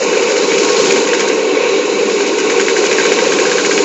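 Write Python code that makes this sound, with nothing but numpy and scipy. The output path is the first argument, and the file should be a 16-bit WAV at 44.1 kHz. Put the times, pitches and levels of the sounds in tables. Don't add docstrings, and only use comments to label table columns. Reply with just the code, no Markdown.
import sys
import numpy as np
from scipy import signal
from scipy.fft import rfft, irfft, next_fast_len
from scipy.io import wavfile
from scipy.ndimage import uniform_filter1d, map_coordinates

SR = 44100
rng = np.random.default_rng(int(sys.argv[2]) if len(sys.argv) > 2 else 0)


def master_out(mix):
    frames = np.transpose(np.atleast_2d(mix))
    ceiling = np.clip(frames, -1, 1)
    pcm = np.round(ceiling * 32767).astype(np.int16)
    wavfile.write(sys.argv[1], SR, pcm)


def gain_from_db(level_db):
    decades = np.asarray(level_db, float) / 20
    return 10 ** decades


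N = 169344

# (frequency [Hz], density [dB per Hz])
STEAM_COLOUR = [(600, 3), (1300, -2), (2300, -8.5), (3400, -11), (4300, 1), (5700, -0.5), (6900, 5),
                (7600, -4.5)]


def unit(x):
    return x / np.sqrt(np.mean(x ** 2) + 1e-20)


def along(points, hz):
    point_hz, db = np.transpose(points)
    return np.interp(np.log(hz + 1), np.log(point_hz + 1), db)


def curve(rows):
    s, value = np.transpose(rows)
    return np.interp(np.arange(N) / SR, s, value)


def wobble(rate_hz):
    knots = rng.standard_normal(int(N * rate_hz / SR) + 4)
    return map_coordinates(knots, [np.arange(N) * rate_hz / SR])


def filtered(x, response):
    m = next_fast_len(x.shape[-1] + SR // 8)
    spectrum = rfft(x, m) * response(np.fft.rfftfreq(m, 1 / SR))
    return irfft(spectrum, m)[..., :x.shape[-1]]


def resonant(x, modes, ratio=-1):
    def response(f):
        total = 0
        for k, (centre_hz, width_hz, db) in enumerate(modes):
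            damping = 1j * f * width_hz
            total = total + ratio ** k * gain_from_db(db) * damping / (centre_hz ** 2 - f * f + damping)
        return total
    return filtered(x, response)


def patchy(depth_db):
    z = signal.stft(rng.standard_normal(N + 512), nperseg=256)[2]
    field = uniform_filter1d(rng.standard_normal(z.shape), size=4, axis=0)
    field = uniform_filter1d(field, size=8, axis=1)
    return signal.istft(z * gain_from_db(depth_db * unit(field)), nperseg=256)[1][:N]


def flue_roar():
    # (centre [Hz], width [Hz], level [dB])
    flue_modes = [(204.2, 31, -9), (300.3, 33.5, -5), (398.6, 50.7, 0), (482.7, 67, -0.5), (532.6, 40, -11)]
    # (time [s], centre of the roar [Hz])
    draught = [(0.0, 480), (0.05, 424), (0.28, 451), (0.64, 427), (0.73, 444), (0.89, 415), (1.08, 448),
               (1.33, 432), (1.5, 452), (1.54, 420), (1.61, 442), (2.61, 428), (2.65, 444), (2.75, 437),
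               (3.21, 440), (3.42, 422), (3.51, 450), (3.84, 413)]
    middle_hz, lean_db_per_hz, ceiling_rms = 442, 0.23, 1.9
    roar = resonant(rng.standard_normal(N), flue_modes)
    roar = unit(resonant(roar, [(424.4, 347, 0)]))
    lean_db = lean_db_per_hz * (curve(draught) - middle_hz)
    upper = filtered(roar, lambda f: 1 / (1 + (middle_hz / (f + 1)) ** 16))
    roar = unit(gain_from_db(lean_db) * upper + gain_from_db(-lean_db) * (roar - upper))
    envelope = abs(signal.hilbert(roar))
    return roar / (1 + (envelope / ceiling_rms) ** 4) ** .25


def flares():
    # (time [s], peak [dB], pitch [Hz])
    flare_rows = [(0.066, -7, 441), (0.131, -4, 438), (0.174, -3.5, 467), (0.229, -3.5, 434),
                  (0.321, -5.5, 486), (0.38, -5, 480), (0.412, -5.5, 452), (0.487, -3.6, 443),
                  (0.573, -4.5, 447), (0.621, -3.5, 394), (0.662, -5.5, 434), (0.705, -2, 444),
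                  (0.748, -5, 467), (0.771, -5.9, 426), (0.802, -2, 478), (0.91, -8.5, 437),
                  (0.925, -3.5, 432), (1.033, -4, 447), (1.282, -7, 420), (1.303, -3, 428),
                  (1.573, -2.5, 460), (1.611, -5.0, 458), (1.638, -5.3, 470), (1.696, -3.5, 460),
                  (1.798, -4.5, 459), (1.825, -8, 465), (1.9, -5.5, 442), (2.033, -4.5, 448),
                  (2.357, -8.5, 422), (2.381, -4.5, 438), (2.567, -4.5, 431), (2.585, -2.5, 432),
                  (2.673, -5, 409), (2.726, -5, 429), (2.792, -3, 394), (2.894, -7.5, 457),
                  (2.921, -4.5, 443), (3.037, -10, 422), (3.058, -3, 447), (3.121, -1, 438),
                  (3.226, -4, 476), (3.273, -3.5, 473), (3.397, -4.5, 460), (3.419, -2.5, 405),
                  (3.435, -10, 460), (3.472, -5, 462), (3.557, -3.5, 460), (3.697, -4.5, 443),
                  (3.807, -1, 438)]
    half_length_s, trim_db, split_hz = 0.0061, -0.5, 75
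    s, db, hz = np.transpose(flare_rows)[:, :, None]
    t = np.arange(-SR // 50, SR // 50) / SR
    at = np.round((s + t) * SR).astype(int).ravel()
    bell = np.exp(-.5 * (t / half_length_s) ** 2) + 0 * s
    beat = np.cos(np.pi * split_hz * t)
    tones = gain_from_db(db + trim_db) * bell * beat * np.cos(2 * np.pi * (hz * t + rng.random(s.shape)))
    share = np.clip(np.bincount(at, bell.ravel(), N)[:N], 0, 1)
    return np.bincount(at, tones.ravel(), N)[:N], share


def burner():
    # (time [s], level [dB])
    roar_level = [
        (0, -12.5),
        (.8, -12.5),
        (1.2, -12),
        (2.1, -13),
        (2.7, -13.5),
        (3.1, -11.5),
        (3.84, -15),
    ]
    # (frequency [Hz], density [dB per Hz])
    flame_colour = [(110, -44), (130, -37), (200, -17), (400, -3.5), (560, 7), (680, -15), (900, -44.5),
                    (1500, -82)]
    rush_db = -13.5
    roar = flue_roar()
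    rush = unit(filtered(rng.standard_normal(N), lambda f: gain_from_db(along(flame_colour, f))))
    tones, share = flares()
    return gain_from_db(curve(roar_level)) * ((1 - share) * roar + gain_from_db(rush_db) * rush) + tones


def casing(effort_db):
    # (centre [Hz], width [Hz], level [dB])
    casing_modes = [(767.3, 49, -5.5), (859, 18, -4.5), (935, 36, -1), (1023.6, 36, -4), (1084.7, 49.6, -1),
                    (1267, 54, -9.5), (1488, 183, -8), (1846, 26, -6), (1977, 85, -9.5), (2127, 32, -5.5),
                    (2274, 59, -1.5), (2461, 36, -1), (2595, 140, -5), (2822, 24, -12),
                    (2876, 36, -12), (2957, 42, -9), (3025, 29, -12), (3724, 30, -7.5), (3787, 13, -5.5),
                  (4000, 50, -6), (4170, 44, -10.5)]
    level_db, follow = -20.5, 0.13
    panel_top_hz, panel_follow = 2150, .25
    change_db = effort_db - effort_db.mean()
    hum = unit(resonant(patchy(depth_db=1.5), casing_modes))
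    low = filtered(hum, lambda f: 1 / (1 + (f / panel_top_hz) ** 12))
    hum = hum + (gain_from_db(panel_follow * change_db) - 1) * low
    return gain_from_db(level_db + follow * change_db + 0.58 * wobble(8.885)) * hum


def valve_ticks():
    ticks_per_s, decay_cycles, scatter_db = 380, 3, 9
    centre_hz, log_spread = 4390, 1.394
    place, pitch, strength = rng.random((3, int(ticks_per_s * N / SR), 1))
    t = np.arange(400) / SR
    hz = np.clip(centre_hz * np.exp(log_spread * (pitch - .5)), 300, 9000)
    grains = gain_from_db(scatter_db * strength ** 2) * np.sin(2 * np.pi * hz * t) * np.exp(-t * hz / decay_cycles)
    at = (place * N).astype(int) + np.arange(400)
    return unit(np.bincount(at.ravel(), grains.ravel(), N + 400)[:N])


def steam(effort_db):
    level_db, tick_db = 1.5, -9
    hiss = unit(filtered(rng.standard_normal(N), lambda f: gain_from_db(along(STEAM_COLOUR, f))))
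    hiss = hiss * gain_from_db(0.23 * wobble(11))
    return gain_from_db(effort_db + level_db) * (hiss + gain_from_db(tick_db) * valve_ticks())


def head_unit(x):
    return x / np.sqrt(np.mean(x[:, :SR // 100] ** 2, axis=1, keepdims=True))


def crank():
    # (time [s], level [dB], ring [dB], puff [dB])
    strokes = [(0.0248, -9.5, -8, 2), (0.1305, -6.5, -23.5, -23.5), (0.2233, -13, 4.5, 3),
               (0.2847, -14.5, 0.5, 3), (0.3027, -6.5, -5.5, -0.5), (0.3638, -8.5, -4.5, 1),
               (0.4207, -8, -12, -3), (0.5028, -22.5, 6, -10.5), (0.519, -9.5, 1.5, -1.5),
               (0.5816, -12, 3.5, 7), (0.631, -12, -15.5, 8), (0.6862, -9, -13.5, 3),
               (0.7682, -25.5, -4.5, 5.5), (0.858, -15.5, 6.5, 1), (0.908, -9.5, 8.5, 4.5),
               (0.9611, -6, -1, -7), (1.0734, -7, -3, -2), (1.133, -1, -7, -5), (1.1936, -9, 0.5, 4),
               (1.2081, -5.5, 0, -10), (1.2765, -6, -8, -0.5), (1.2994, -10.5, 2, -19),
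               (2.0986, -15.5, 4.5, -3), (2.206, -8.5, -5.5, -0.5), (2.2613, -15.5, -3.5, 8),
                    (2.3338, -12, -22, -10.5), (2.384, -8.5, -2, 3), (2.4991, -8.5, 3, 1.5),
                    (2.598, -1.5, -3.5, -3.5), (2.6829, -0.5, -5.5, -8), (2.7663, -2.5, -8.5, -2.5),
                    (2.8399, -7, -4.5, -1), (2.8545, -8.5, -6, 1), (2.9141, -5, 0.5, -1),
                    (2.984, 1, -13.5, -8), (3.053, -1, -7.5, -6.5), (3.1193, -3.5, -3.5, -7),
                    (3.188, -3.5, -1.5, -31), (3.2527, -6, -6, -4.5), (3.3213, -3, -3, -4.5),
                    (3.3874, -5, 0.5, -2), (3.453, -1.5, -13, -10), (3.5164, -1.5, -10.5, -8),
                    (3.583, -0.5, -6.5, -10), (3.6486, -5.5, 1.5, -1.5), (3.711, 1.5, -25.5, -6.5),
                    (3.778, -4.5, 0, -4)]
    # (centre [Hz], width [Hz], level [dB])
    crank_modes = [(1600, 57, -2.5), (1575, 72, -0.5), (1644, 180, -1), (1875, 110, -2.5),
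                   (2040, 310, -5.5)]
    # (centre [Hz], width [Hz], level [dB])
    frame_modes = [(2286, 340, 1), (2466, 68, -3), (2890, 180, -4)]
    knock_db, ring_trim_db, puff_trim_db, stroke_trim_db = -8.5, -5.5, -6.5, -7
    blow_db = 19.5
    chatter_t60_s, puff_t60_s, puff_rise_s = .052, .055, .003
    rebound_s, rebound_db = .012, -6

    s, db, ring_db, puff_db = np.transpose(strokes)
    t = np.arange(SR // 8) / SR
    late_s = rebound_s * rng.uniform(.75, 1.35, (len(s), 1))

    def burst(t60_s):
        first = gain_from_db(-60 * t / t60_s)
        rebound = (t > late_s) * gain_from_db(rebound_db - 60 * (t - late_s) / t60_s)
        return rng.standard_normal((len(s), len(t))) * (first + rebound)

    crank_push, frame_push = burst(chatter_t60_s), burst(chatter_t60_s)
    crank_push[:, 0] = gain_from_db(blow_db)
    frame_push[:, 0] = gain_from_db(blow_db)
    knock = resonant(resonant(crank_push, crank_modes, ratio=0.88), [(1820, 1200, 0)])
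    ring = resonant(frame_push, frame_modes, ratio=1)
    jet = burst(puff_t60_s) * (1 - np.exp(-t / puff_rise_s))
    puff = filtered(jet, lambda f: gain_from_db(along(STEAM_COLOUR, f)) * f / (f + 2500))

    hits = gain_from_db(knock_db) * head_unit(knock)
    hits = hits + gain_from_db(ring_db + ring_trim_db)[:, None] * head_unit(ring)
    hits = hits + gain_from_db(puff_db + puff_trim_db)[:, None] * head_unit(puff)
    out = np.zeros(N + SR)
    for at_s, level_db, hit in zip(s, db, hits):
        out[round(at_s * SR):][:len(t)] += gain_from_db(level_db + stroke_trim_db) * hit
    return out[:N]


def room(x):
    t60_s = 0.13
    t = np.arange(SR // 3) / SR
    tail = rng.standard_normal(len(t)) * gain_from_db(-60 * t / t60_s)
    return signal.fftconvolve(np.pad(x, (120, 0)), tail / np.linalg.norm(tail))[:N]


def scene():
    # (time [s], steam level [dB])
    effort = [(0, -24.5), (.3, -23), (.65, -21), (.88, -18), (.93, -21.5), (1.0, -20.5), (1.1, -25),
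              (1.22, -24), (1.33, -26), (1.5, -28), (1.8, -26), (2.1, -25.5), (2.35, -25.5), (2.6, -23.5),
              (3.0, -21.5), (3.4, -21.5), (3.84, -20.5)]
    steam_room_db, knock_room_db = -7, -23.5
    effort_db = curve(effort)
    knocks, hiss = crank(), steam(effort_db)
    mix = burner() + casing(effort_db) + hiss + knocks
    mix = mix + gain_from_db(steam_room_db) * room(hiss) + gain_from_db(knock_room_db) * room(knocks)
    return np.array([mix, mix])


def mute_weak_bands(x):
    # (frequency [Hz], level [dB])
    threshold = [(105, -28), (145, -55), (1500, -53.5), (3300, -53), (4600, -56), (5900, -53), (6500, -56),
                 (7800, -63)]
    hz, _, z = signal.stft(x, SR, nperseg=2048)
    power = uniform_filter1d(abs(z) ** 2, size=3, axis=0)
    power = uniform_filter1d(power, size=7, axis=1)
    is_open = power > gain_from_db(along(threshold, hz))[:, None] ** 2
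    return signal.istft(z * is_open, SR, nperseg=2048)[1][:N]


def top_cut(x):
    return signal.sosfilt(signal.butter(12, 8340, fs=SR, output="sos"), x)


def record(dry):
    low_hz, top_hz, overload = 128, 7720, 1.42
    x = filtered(dry[0], lambda f: 1 / (1 + (low_hz / (f + 1)) ** 24) / (1 + (f / top_hz) ** 60))
    x = x / (1 + abs(x / overload) ** 4) ** .25
    x = filtered(mute_weak_bands(x), lambda f: (f > 118) & (f < 7900))
    x = np.clip(x, -1, 1)
    return top_cut(np.array([x, x]))


dry = scene()
out = record(dry)
master_out(out)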